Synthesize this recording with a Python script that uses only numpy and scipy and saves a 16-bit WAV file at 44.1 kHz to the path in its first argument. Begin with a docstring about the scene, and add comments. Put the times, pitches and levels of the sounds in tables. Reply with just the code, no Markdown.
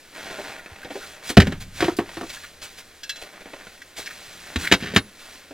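"""Boots crunch on packed snow and a padded nylon jacket rustles, heard from inside a van's cargo bay.
A man drops a plywood board, which booms on the floor and shakes the van, then shoves it in so it judders.
He fetches a folding steel frame: its legs clink in his hands, then scrape and clatter on the board.
The close walls add a short echo, and the hardest blows overload the microphone."""
import sys
import numpy as np
from scipy import signal
from scipy.fft import rfft, irfft, next_fast_len
from scipy.io import wavfile

SR = 44100
rng = np.random.default_rng(int(sys.argv[2]) if len(sys.argv) > 2 else 0)


def generate_wav(signal):
    """Clip the signal to [-1, 1] and save it as 16-bit WAV at the path in sys.argv[1]."""
    frames = np.transpose(np.atleast_2d(signal))
    scaled = np.clip(frames, -1, 1) * 32767
    pcm = np.round(scaled).astype(np.int16)
    wavfile.write(sys.argv[1], SR, pcm)


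N = 243873
TIME = np.arange(N) / SR
AGE = np.arange(SR // 4) / SR  # seconds since a contact
# Levels in dB are relative: the functions add their own gains. A fade time (t60) is a fall of 60 dB.

# The tone colour of each kind of noise. Each row: frequency in Hz, level in dB.
AIR_COLOUR = [(20, 11), (44, -31), (60, -9.5), (76, 11.5), (100, -7.5), (140, -3.5), (300, 0.5), (500, 0.5),
              (1030, -9), (1600, -2), (4200, -15.5), (8000, -15), (14000, -14), (16000, -30)]
HISS_COLOUR = [(1000, -30), (3500, 3.5), (6500, -2), (11000, -0.5), (16000, -5)]
NYLON_COLOUR = [(200, -6), (500, -8), (1100, -6), (1700, -1.5), (3500, -1.5), (6000, -6), (10000, -11),
                (16000, -15)]
SNOW_COLOUR = [(50, -46), (150, -5.5), (320, 0), (550, 0.5), (1100, -3.5), (1700, -0.5), (3000, -7),
               (7000, -25), (16000, -46.5)]
CREAK_COLOUR = [(60, -88), (160, -17.5), (300, 3), (520, 2), (900, -8), (2000, -69), (6000, -58)]
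THUD_COLOUR = [(20, -22), (45, -22), (80, -5), (160, 1), (260, -2), (500, -7), (800, -15), (2000, -45)]
CLACK_COLOUR = [(200, 2.5), (500, -6), (1000, -13.5), (1600, 1.5), (3200, -5), (5000, -13.5), (7000, -19.5),
                (11000, -29), (16000, -26.5)]
GROAN_COLOUR = [(60, -22), (200, -13.5), (290, 3.5), (345, 3.5), (470, -1), (570, -10), (710, -11),
                (900, -10.5), (1300, -8.5), (2200, -40), (5000, -68)]
CLINK_COLOUR = [(900, -27), (1600, 1), (2300, -6), (3400, -1.5), (6000, -4), (9000, -16.5), (16000, -18)]
RUMBLE_COLOUR = [(15, 10), (25, 22), (42, 2.0), (90, 10.5), (250, -5), (500, -29.5), (900, -61)]
# The narrow tone colour of a squeak. Each row: multiple of its pitch, level in dB.
SQUEAK_COLOUR = [(0.5, -30), (0.68, -10), (1, 0), (1.1, -10), (3, -28)]

# How long the bay echoes. Each row: frequency in Hz, fade time in seconds.
ECHO_FADE = [(100, 0.28), (500, 0.15), (2000, 0.071), (12000, 0.06)]
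# How wide the echo is. Each row: frequency in Hz, size of the left-right difference over the shared part.
ECHO_WIDTH = [(100, 0.0015), (1000, 0.0085), (4000, 0.057), (9000, 0.91)]
# The echo is weaker in the bass. Each row: frequency in Hz, relative gain.
ECHO_TONE = [(150, 0.23), (1200, 0.82)]

# The natural tones (modes) of the floor, the board, the whole steel frame and one free-hanging leg.
# Each row: pitch in Hz, level in dB, fade time in seconds before damping shortens it.
FLOOR_MODES = [(78, -6, .2), (97, -13, .28), (138, 2, .09), (163, 3, .1), (200, 2, .12), (262, -1, .22),
               (392, -6, .17), (492, -9, .13)]
BOARD_MODES = [(294, -39, 0.079), (338.6, 10, 0.14), (385, -26, 0.044), (456, -9, 0.23), (725, 3.5, 0.09),
               (970, -8, 0.031), (1120, -27, 0.088)]
FRAME_MODES = [(930, -2, 0.037), (1571, 5, 0.03), (1637, -2, 0.009), (1893, 6, 0.023), (2130, -13.5, 0.18),
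               (2592, 1, 0.053), (2930, 3.5, 0.021), (3000, -0.5, 0.041), (3290, 6, 0.06), (3744, 0, 0.13),
               (4220, -9.5, 0.16), (4800, -7.5, 0.12), (5164, -16, 0.13), (5500, -13, 0.057),
               (6500, -15, 0.12), (6890, -6.5, 0.079), (8400, -9, 0.037)]
LEG_MODES = [(1655, -3, 0.18), (2700, -11, 0.33), (2676, 1.5, 0.1), (3310, 1, 0.12), (3450, -1, 0.13),
             (4080, -8, 0.46), (4500, -15, 0.075), (5320, -5, 0.2), (5740, -2, 0.098), (6650, -9.5, 0.12),
             (7250, -3, 0.023), (7860, -22.5, 0.2)]

# Four kinds of rubbing. Each row: start in seconds, length in seconds, level in dB.
SOFT_RUSTLES = [(.11, 0.5, -42.5), (.88, 0.33, -43), (1.22, 0.15, -33), (1.39, 0.18, -46),
                (1.72, 0.25, -36.5), (2.05, 0.5, -44), (2.6, 0.25, -49.5), (3.1, .25, -48), (3.45, .4, -53),
                (3.96, 0.93, -44), (5.14, .32, -46)]  # sleeves on the jacket, and a brief hiss trailing the board's landing
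NYLON_SWISHES = [(1.289, 0.04, -27), (1.599, 0.068, -41), (2.288, 0.046, -39), (2.327, 0.052, -38),
                 (2.613, 0.085, -37), (2.771, 0.065, -42), (3.213, 0.04, -41), (3.962, 0.088, -34),
                 (4.584, 0.14, -35.5)]  # quick flicks of the cloth
SNOW_GRINDS = [(.12, 0.51, -38.5), (.55, 0.81, -48), (1.42, 0.17, -38), (1.77, 0.18, -33),
               (1.92, 0.37, -47.5), (3.12, 0.63, -50.5), (4.0, 0.45, -55), (4.41, 0.25, -46),
               (5.17, 0.3, -53.5)]  # soles and load grind over snow and grit
FRAME_SLIDES = [(4.25, 0.41, -54), (4.592, 0.14, -40.5), (4.8, 0.21, -34)]  # the frame slides on the plywood

# Snow gives under a boot. Each row: start in seconds, creak level in dB, crunch level in dB.
BOOT_STEPS = [(0.298, -34.5, -40), (.385, -28.5, -51), (0.488, -53, -41.5), (.846, -32, -38),
              (.904, -30, -38.5), (0.954, -27.5, -40), (3.22, -38.5, -42), (3.405, -43, -42.5),
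              (3.456, -39.5, -43.5), (3.532, -35.5, -47), (3.668, -59, -54), (3.982, -34, -46),
              (5.507, -37.5, -44.5)]
# Snow, hinges and sliding feet squeak.
# Each row: start in seconds, length in seconds, pitch in Hz, level in dB.
SHORT_SQUEAKS = [(0.576, 0.037, 1940, -37.5), (0.814, 0.0095, 1740, -36), (0.827, 0.015, 1670, -34),
                 (0.996, 0.077, 1540, -40), (2.35, .049, 1750, -41), (2.428, .032, 1840, -35),
                 (3.813, 0.018, 2140, -38), (4.062, 0.026, 2200, -32.5), (4.098, 0.026, 1850, -34),
                 (4.628, 0.048, 1730, -25.5), (4.666, 0.019, 2230, -20.5)]
# Four kinds of short sound. Each row: start in seconds, level in dB.
CRUST_SNAPS = [(0.561, -39), (.66, -29.5), (0.759, -34), (2.09, -27), (3.534, -29.5), (3.609, -34.5),
               (3.669, -29.5)]  # the snow crust breaks
GRIT_TICKS = [(1.967, -33.5), (4.807, -45), (4.947, -34.5)]  # grit and fittings tick
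DEEP_THUDS = [(0.715, -36.5), (4.561, -17.5), (4.963, -29)]  # a footstep, then the frame knocking on the floor
LEG_CLINKS = [(3.032, -29), (3.093, -22.5), (3.158, -35), (3.816, -43), (4.059, -31), (4.107, -44)]  # the frame is picked up and carried
# The van shakes on its springs. One row: start in seconds, level in dB, fade time in seconds.
BODY_SHAKE = (1.39, -32.5, 2.44)

# The frame strikes the board.
# Each row: start in seconds, thump level in dB, steel level in dB, seconds between bounces.
FRAME_LANDINGS = [(4.5584, -20.5, -19.5, 0.0035), (4.7142, -13, -14, 0.003), (4.722, -19.5, -5.5, 0.0022),
                  (4.737, -42, -11.5, 0.0036), (4.824, -31, -30.5, 0.008), (4.838, -23.5, -31, .005),
                  (4.937, -20, -37, .008), (4.9616, -10, -6.5, 0.0083)]
# Hard drops set a small hinge part singing.
# Each row: start in seconds, pitch in Hz, level in dB, fade time in seconds.
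HINGE_PINGS = [(4.736, 10500, -42, .2), (4.970, 10500, -38, .3)]
# The board lands and bounces. Each row: start in seconds, thump level in dB, clack level in dB.
BOARD_LANDINGS = [(1.3696, -6, -8), (1.3726, 6, -7), (1.401, -15, -10), (1.419, -25, -18), (1.47, -15, -24),
                  (1.522, -24.5, -27.5)]
# The shoved board catches and slips. Each row: start in seconds, groan level in dB, scuff level in dB.
BOARD_SLIPS = [(1.298, -29.5, -32), (1.805, -48, -16), (1.823, -16.5, -20), (1.843, -26.5, -20.5),
               (1.881, -18.5, -26.5), (1.987, -18.5, -23.5), (2.17, -31, -33), (2.21, -30, -33),
               (2.229, -31.5, -45)]


def amp(db):
    """Turn decibels into a gain to multiply by."""
    return 10 ** (np.asarray(db) / 20)


def unit(x):
    """Scale a sound to an average (rms) level of 1."""
    return x / np.sqrt(np.mean(x ** 2) + 1e-20)


def along(points, hz):
    """Read between the rows of a (frequency, value) table, with octaves evenly spaced."""
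    frequencies, values = np.transpose(points)
    return np.interp(np.log(hz + 1), np.log(frequencies), values)


def filtered(x, response):
    """Multiply each frequency in a sound by response(frequency)."""
    n = x.shape[-1]
    padded = next_fast_len(n + 2048, True)
    hz = np.fft.rfftfreq(padded, 1 / SR)
    return irfft(rfft(x, padded) * response(hz), padded)[..., :n]


def colour(x, spectrum):
    """Give a sound a tone colour, at an average level of 1."""
    return unit(filtered(x, lambda hz: amp(along(spectrum, hz))))


def add(track, start, sound):
    """Mix a sound into a track at a start time in seconds."""
    part = track[max(round(start * SR), 0):][:len(sound)]
    part += sound[:len(part)]


def fade(t60, attack):
    """The level after a hit: a quick rise, then a smooth fall (both times in seconds)."""
    return np.exp(-np.log(1000) * AGE / t60) * (1 - np.exp(-AGE / attack))


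def burst(spectrum, t60, attack):
    """A dying puff of noise with the given tone colour."""
    return colour(rng.standard_normal(len(AGE)), spectrum) * fade(t60, attack)


def ring(modes, attack, damping):
    """An object rings, struck at a new spot each time, so its tones vary a little in level and pitch."""
    hz, db, t60 = np.transpose(modes)
    gain = amp(db + 2 * rng.standard_normal(len(hz)))
    signs = (-1) ** np.arange(len(hz))  # neighbouring tones start in opposite directions
    gain *= signs * np.sqrt(2) / np.linalg.norm(gain)
    hz = hz * (1 + .014 * rng.standard_normal(len(hz)))
    waves = np.sin(np.outer(2 * np.pi * hz, AGE))
    decays = np.exp(np.outer(-np.log(1000) * damping / t60, AGE))
    return (gain[:, None] * waves * decays).sum(0) * (1 - np.exp(-AGE / attack))


def grains(rate, spread_db):
    """Tiny random slips of uneven size, about `rate` of them a second."""
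    clicks = (rng.random(N) < rate / SR) * rng.standard_normal(N)
    sizes = amp(spread_db * np.clip(rng.standard_normal(N), -2, 2))
    return unit(clicks * sizes)


def strokes(rows, rise_s, fall_s):
    """The level of rubbing: each stroke speeds up, holds and slows to a stop."""
    level = np.zeros(N)
    for start, length, db in rows:
        rising = (TIME - start) / rise_s
        falling = (start + length - TIME) / fall_s
        level += amp(db) * np.clip(np.minimum(rising, falling), 0, 1)
    return level


def bounces(start, db, gap_s, count, loss_db=7.5):
    """The times and levels of a hard contact and its ever weaker bounces."""
    return [(start + k * gap_s, db - k * loss_db) for k in range(count)]


def hush_and_hiss():
    """A low, steady outdoor hush, plus the microphone's own faint hiss, different in each channel."""
    hush = amp(-53) * colour(rng.standard_normal(N), AIR_COLOUR)
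    hiss = amp(-63.5) * colour(rng.standard_normal((2, N)), HISS_COLOUR)
    return hush + hiss


def bay_echo(x, echo_db):
    """Add the quick echo of the close walls; left and right differ mainly in the treble."""
    hz, seconds, noise = signal.stft(rng.standard_normal((2, SR // 3)), SR, nperseg=256)
    dying = noise * np.exp(-np.log(1000) * seconds / along(ECHO_FADE, hz)[:, None])
    dying[1] *= along(ECHO_WIDTH, hz)[:, None]
    shared, side = signal.istft(dying, SR, nperseg=256)[1]
    tails = np.array([shared + side, shared - side]) / np.linalg.norm(shared)
    tails = filtered(tails, lambda f: along(ECHO_TONE, f))
    return x + amp(echo_db) * signal.fftconvolve(x[None], tails, axes=1)[:, :N]


def jacket():
    """Nylon rubs on nylon in many tiny slips; a swish starts fast and trails off."""
    rustles = strokes(SOFT_RUSTLES, rise_s=0.066, fall_s=0.11)
    level = np.hypot(amp(-52), rustles)  # the cloth still stirs between moves
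    for start, length, db in NYLON_SWISHES:
        progress = np.linspace(0, 1, int(length * SR))
        add(level, start, amp(db) * np.sin(np.pi * progress ** .5) ** 2)
    return level * colour(grains(rate=9000, spread_db=-2), NYLON_COLOUR)


def snow():
    """Crystals crunch under the soles, and the crust gives way with dull creaks and snaps."""
    resting_feet = amp(-60.5)
    pressure = resting_feet + strokes(SNOW_GRINDS, rise_s=0.064, fall_s=0.13)
    fine_grit = grains(rate=1100, spread_db=1.5)
    crumbs = amp(-7.5) * grains(rate=60, spread_db=0.5)
    out = pressure * colour(fine_grit + crumbs, SNOW_COLOUR)
    for start, creak_db, crunch_db in BOOT_STEPS:
        creak = amp(creak_db + 8.5) * burst(CREAK_COLOUR, t60=0.082, attack=0.0057)
        crunch = amp(crunch_db + 6) * burst(CLACK_COLOUR, t60=0.089, attack=0.0015)
        add(out, start, creak + crunch)
    for start, db in CRUST_SNAPS:
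        add(out, start, amp(db) * burst(SNOW_COLOUR, t60=0.036, attack=0.0012))
    return out


def squeaks():
    """Surfaces stick and slip at an unsteady rate, giving short, grainy chirps."""
    out = np.zeros(N)
    for start, length, hz, db in SHORT_SQUEAKS:
        spectrum = [(hz * multiple, level) for multiple, level in SQUEAK_COLOUR]
        tone = colour(rng.standard_normal(len(AGE)), spectrum)
        swell = np.hanning(int(length * SR))
        add(out, start, amp(db) * swell * tone[:len(swell)])
    return out


def grit_ticks():
    """Grit and fittings give small, sharp ticks under the load."""
    out = np.zeros(N)
    for start, db in GRIT_TICKS:
        add(out, start, amp(db) * burst(HISS_COLOUR, t60=0.13, attack=0.0001))
    return out


def body_shudder():
    """After the board lands, the van's body rumbles and settles."""
    out = np.zeros(N)
    start, db, t60 = BODY_SHAKE
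    rumble = colour(rng.standard_normal(N), RUMBLE_COLOUR)
    add(out, start, amp(db) * rumble * np.exp(-np.log(1000) * TIME / t60))
    return out


def panel_bass_loss(x):
    """Panels push little air below their lowest tone, so the deepest bass drops away."""
    return signal.sosfilt(signal.butter(4, 56, "high", fs=SR, output="sos"), x)


def deep_thuds():
    """Deep, dull thuds, each one low dying tone: a footstep, then the frame knocking on the floor."""
    out = np.zeros(N)
    lowest_hz = FLOOR_MODES[0][0]
    thud = np.sqrt(2) * np.sin(2 * np.pi * lowest_hz * AGE) * fade(t60=0.1, attack=0.0012)
    for start, db in DEEP_THUDS:
        add(out, start, amp(db) * thud)
    return out


def floor_thump():
    """The floor panel booms under one dull slap."""
    boom = ring(FLOOR_MODES, attack=.0015, damping=1.35)
    slap = amp(-2) * burst(THUD_COLOUR, t60=.035, attack=.001)
    return boom + slap


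def frame_scrape():
    """Steel feet drag on the wood, and the floor rumbles beneath."""
    rasp = colour(grains(rate=1600, spread_db=0.5), CLACK_COLOUR)
    rumble = amp(-9.5) * colour(rng.standard_normal(N), THUD_COLOUR)
    return strokes(FRAME_SLIDES, rise_s=0.0058, fall_s=0.019) * (rasp + rumble)


def steel_frame():
    """Hinged steel legs clink brightly in the hand, then clatter on the board, which damps them."""
    out = np.zeros(N)
    for start, db in LEG_CLINKS:
        tube = ring(LEG_MODES, attack=.002, damping=1.5)
        tap = burst(CLINK_COLOUR, t60=.075, attack=.002)
        add(out, start, amp(db) * (tube + tap))
    for start, thump_db, steel_db, gap_s in FRAME_LANDINGS:
        knock = ring(FLOOR_MODES[2:], attack=0.002, damping=3.4)  # without the two deepest tones
        thud = amp(-4.5) * burst(THUD_COLOUR, t60=.05, attack=.001)
        wood = amp(steel_db - 6.5) * burst(GROAN_COLOUR, t60=0.029, attack=.001)
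        add(out, start, amp(thump_db + 1) * (knock + thud) + wood)
        for when, db in bounces(start, steel_db, gap_s, count=4):
            clang = amp(-1.5) * ring(FRAME_MODES, attack=.0007, damping=2.1)
            clack = amp(2.5) * burst(CLACK_COLOUR, t60=.034, attack=.0008)
            add(out, when, amp(db + 3) * (clang + clack))
    for start, hz, db, t60 in HINGE_PINGS:
        add(out, start, amp(db) * np.sin(2 * np.pi * hz * AGE) * fade(t60, attack=0.00082))
    return out


def plywood_board():
    """Plywood slaps the floor and bounces, and judders in short, rough slips as it is pushed."""
    out = np.zeros(N)
    for start, thump_db, clack_db in BOARD_LANDINGS:
        add(out, start, amp(thump_db + 0.5) * floor_thump())
        for when, db in bounces(start, clack_db, gap_s=0.0035, count=3):
            add(out, when, amp(db + 3) * burst(CLACK_COLOUR, t60=0.041, attack=0.00026))
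    for start, groan_db, scuff_db in BOARD_SLIPS:
        wood = amp(-2.5) * ring(BOARD_MODES, attack=.0009, damping=1.6)
        groan = amp(1) * burst(GROAN_COLOUR, t60=.09, attack=.0018)
        scuff = amp(scuff_db + 0.5) * burst(CLACK_COLOUR, t60=0.075, attack=0.00039)
        add(out, start, amp(groan_db + 3) * (wood + groan) + scuff)
    return out


def scene():
    """Mix the quiet background, the load inside the cargo bay and the man at its open doors."""
    background = hush_and_hiss()
    contacts = plywood_board() + steel_frame() + grit_ticks() + deep_thuds() + frame_scrape()
    load = panel_bass_loss(contacts) + body_shudder()
    man = snow() + jacket() + squeaks()
    return background + amp(-0.5) * (bay_echo(load, echo_db=-5) + bay_echo(man, echo_db=-6))


def record(dry):
    """The microphone's right side hears first; loud peaks are flattened and the highest treble is cut."""
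    right_lead_s, top_hz = 2.7e-5, 16100
    shift_s = np.array([[-0.5], [0.5]]) * right_lead_s  # left later, right earlier
    stereo = filtered(dry, lambda hz: np.exp(2j * np.pi * hz * shift_s))
    clipped = np.clip(stereo, -1, 1)
    return filtered(clipped, lambda hz: hz < top_hz)


dry = scene()
out = record(dry)
generate_wav(out)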